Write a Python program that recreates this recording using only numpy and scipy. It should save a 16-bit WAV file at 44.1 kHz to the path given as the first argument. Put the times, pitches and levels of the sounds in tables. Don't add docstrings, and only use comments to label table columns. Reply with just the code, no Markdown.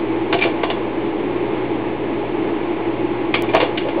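import sys
import numpy as np
from scipy import signal
from scipy.fft import irfft
from scipy.io import wavfile
from scipy.ndimage import uniform_filter1d

SR = 44100
rng = np.random.default_rng(int(sys.argv[2]) if len(sys.argv) > 2 else 0)


def dump_mix(stems):
    frames = np.atleast_2d(stems).T
    limited = np.clip(frames, -1, 1)
    pcm = np.round(limited * 32767).astype(np.int16)
    wavfile.write(sys.argv[1], SR, pcm)


N = 176400

# (frequency [Hz], relative level [dB])
FAN_SPECTRUM = [(30, -87.5), (85, -71), (135, -58), (185, -61), (215, -51), (250, -55), (290, -47),
                (350, -45), (430, -50), (480, -53), (640, -58), (780, -60), (920, -57.5), (1120, -63.5),
                (1400, -69.5), (1850, -69.5), (2150, -65.5), (2600, -69.5), (3100, -74), (3650, -78),
                (3850, -87), (4200, -88.5), (4400, -91.5), (4900, -99)]
# (centre [Hz], width [Hz], lift [dB])
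DUCT_PEAKS = [(332, 35.2, 6.76), (412, 27, 3.3), (694, 18, 3.8), (834, 41, 7.7), (1081, 30, 4),
              (1716, 70, 3.4)]
# (frequency [Hz], rms level [dB], waver [share of amplitude])
HUM_PARTIALS = [(57, -46, 0.092), (115.9, -39, .3), (173.3, -48.5, .4)]

# (time [s], pitch [Hz], level [dB], attack [s], t60 [s])
BASE_KNOCKS = [(0.3385, 690.3, -12, 0.0034, .085), (3.5420, 659, -2.5, 0.0054, .105),
               (3.6255, 533, -11, 0.003, 0.092), (3.8500, 548, -17.5, 0.0059, .09),
               (3.8800, 548, -17.5, 0.0082, 0.053), (3.9740, 550, -17.5, 0.0041, .17)]
# (frequency [multiple of the pitch], relative level [dB])
GRAIN_SPECTRUM = [(.3, -32), (.65, -7.5), (1, 1.5), (1.45, -9.5), (2.5, -37)]

# (frequency [Hz], relative level [dB], unscaled t60 [s])
CASE_MODES = [(364.7, -4.5, 0.093), (429, -13.5, .09), (539.4, -8.5, 0.044)]
PANEL_MODES = [(670, -1.5, 0.13), (786.6, -3, .09), (842, -9, 0.094), (1034, -8, 0.11), (1113, -5, 0.13),
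               (1420, -11.5, .08), (1557, -16, .09), (1760, -15.5, 0.074)]
LINKAGE_MODES = [(2095, 0.5, 0.075), (2280, -8.5, 0.11), (2781, -1.5, .11), (2840, -6, 0.11),
                 (2945, -2, 0.057), (3030, -1.5, 0.062), (3370, -6.5, 0.11), (3554, -5.5, .08),
                 (3570, -10, .08), (4340, -19.5, 0.14)]
SPRING_MODES = [(2280, -8.5, .07), (2395, 1.5, 0.063), (2388, -4, 0.1)]
# (frequency [Hz], relative level [dB])
CASE_SPECTRUM = [(100, -20), (250, -11.5), (370, 0.5), (550, -5.5), (800, -30), (1500, -45)]
PANEL_SPECTRUM = [(250, -22.5), (500, -13.5), (700, 1), (1100, -4), (1400, -11), (1900, -11), (2800, -32),
                  (5000, -60)]
LINKAGE_SPECTRUM = [(900, -19.5), (1700, -1), (2200, 1), (3000, 0), (3600, -1.5), (3900, -10.5),
                    (4500, -15.5), (5200, -30.5)]
SPRING_SPECTRUM = [(1700, -25), (2100, -13.5), (2370, 3), (2520, -8), (3200, -32)]
# (time [s], case [dB], panel [dB], linkage [dB], spring [dB], attack [s], decay scale [factor])
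DOOR_HITS = [(0.3258, -22, -14.5, -16, -33.5, .001, 1.2), (0.3395, -11, -18.5, -25.5, -29.5, .002, .8),
             (0.3850, -43, -28.5, -27, -25, .004, 1.1), (0.4105, -40, -33, -24, -20, .003, 0.84),
             (0.4210, -29, -23.5, -19.5, -12.5, 0.0018, 0.8),
             (0.4360, -29.5, -20.5, -17.5, -32.5, .003, 0.58), (0.4500, -19.5, -21, -30, -32, .002, 2),
             (0.6323, -17, -16, -22, -26.5, .002, 1.1), (0.7000, -24.5, -18, -22, -33.5, 0.0021, 0.94),
             (3.3394, -34, -16.5, -13.5, -8.5, 0.0032, .85), (3.3570, -25, -36.5, -28, -28, 0.003, 0.58),
             (3.4310, -40, -27.5, -34, -37, .004, 1.5), (3.4880, -32, -33, -35, -31.5, .005, 2.1),
             (3.5340, -35, -19.5, -27.5, -25, 0.0029, 1.0), (3.5480, -14.5, -12, -20.5, -28.5, 0.0011, 1.4),
             (3.5635, -19.5, -18, -20.5, -21, 0.0016, 0.97), (3.6010, -15, -17.5, -18, -24, .001, 1.12),
             (3.6120, -33, -27, -23, -25.5, .002, 1.2), (3.6280, -18, -23.5, -29, -30, 0.004, 1.3),
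             (3.7722, -45, -42, -20.5, -30.5, 0.0052, 0.88), (3.8800, -31, -29, -34, -38, 0.0063, 1.8)]


def amp(db):
    return 10 ** (np.asarray(db) / 20)


def unit(x):
    return x / np.sqrt(np.mean(x ** 2))


def noise(spectrum, size, peaks=()):
    freqs = np.arange(size // 2 + 1) * SR / size + 1e-3
    hz, db = np.array(spectrum).T
    shape_db = np.interp(np.log(freqs), np.log(hz), db)
    for centre, width, lift in peaks:
        shape_db += lift / (1 + (2 * (freqs - centre) / width) ** 2)
    phases = np.exp(2j * np.pi * rng.random(len(freqs)))
    return unit(irfft(amp(shape_db) * phases, size))


def wander(rate_hz):
    step = int(SR / rate_hz)
    stairs = np.repeat(rng.standard_normal(N // step + 1), step)
    return unit(uniform_filter1d(uniform_filter1d(stairs, step), step)[:N])


def fade(t, t60):
    return np.exp(-np.log(1000) * t / t60)


def strike(t, attack, t60, hold=0):
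    return np.minimum(t / attack, 1) * fade(np.maximum(t - attack - hold, 0), t60)


def add(out, start, x):
    i = int(start * SR)
    out[i:i + len(x)] += x[:max(N - i, 0)]


def fan(level_db=-20.5, flutter_db=0.4):
    air = noise(FAN_SPECTRUM, N, peaks=DUCT_PEAKS)
    return air * amp(level_db + flutter_db * wander(rate_hz=14))


def hum():
    out, t = np.zeros(N), np.arange(N) / SR
    for hz, db, depth in HUM_PARTIALS:
        waver = 1 + depth * (wander(rate_hz=12) + 1j * wander(rate_hz=12))
        out += amp(db) * np.sqrt(2) * np.real(waver * np.exp(2j * np.pi * hz * t))
    return out


def kitchen(direct, wet_db=-9, t60=0.28, predelay_s=0.008):
    t = np.arange(SR // 2) / SR
    tail = rng.standard_normal(len(t)) * fade(t, t60) * (t > predelay_s)
    tail /= np.sqrt(np.sum(tail ** 2))
    return direct + amp(wet_db) * signal.fftconvolve(direct, tail)[:N]


def base_knocks(grain_db=-7):
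    out, t = np.zeros(N), np.arange(SR // 2) / SR
    for start, hz, db, attack, t60 in BASE_KNOCKS:
        grain = noise([(multiple * hz, level) for multiple, level in GRAIN_SPECTRUM], len(t))
        knock = np.sin(2 * np.pi * hz * t) + amp(grain_db) * grain
        add(out, start, amp(db) * knock * strike(t, attack, t60))
    return out


def struck_metal(t, modes, spectrum, attack, decay_scale, ring_db=-2, clatter_db=-3):
    ring = np.zeros(len(t))
    for hz, db, t60 in modes:
        detuned_hz = hz * (1 + 0.0069 * rng.standard_normal())
        tone = np.sin(2 * np.pi * (detuned_hz * t + rng.random()))
        ring += amp(db) * tone * strike(t, attack, t60 * decay_scale)
    ring /= np.sqrt(sum(amp(db) ** 2 for _, db, _ in modes) / 2)
    clatter = noise(spectrum, len(t)) * strike(t, attack, t60=0.08 * decay_scale, hold=0.0029)
    return amp(ring_db) * ring + amp(clatter_db) * clatter


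def door():
    out, t = np.zeros(N), np.arange(SR // 2) / SR
    parts = [(CASE_MODES, CASE_SPECTRUM), (PANEL_MODES, PANEL_SPECTRUM),
             (LINKAGE_MODES, LINKAGE_SPECTRUM), (SPRING_MODES, SPRING_SPECTRUM)]
    for start, *levels, attack, decay_scale in DOOR_HITS:
        for db, (modes, spectrum) in zip(levels, parts):
            add(out, start, amp(db) * struck_metal(t, modes, spectrum, attack, decay_scale))
    return out


def scene():
    return (fan() + hum() + kitchen(door() + base_knocks()))[None]


def record(dry, mic_hz=4744, top_hz=16000, dc_offset=-0.018):
    mic_lowpass = signal.cheby1(12, 0.3, mic_hz, fs=SR, output="sos")
    dull = signal.sosfilt(mic_lowpass, dry)
    add(dull[0], start=3.4232, x=amp([-11]))
    clipped = np.clip(dull, -1, 1)
    top_cut = signal.ellip(8, 0.2, 70, top_hz, fs=SR, output="sos")
    return signal.sosfilt(top_cut, clipped) + dc_offset


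dry = scene()
out = record(dry)
dump_mix(out)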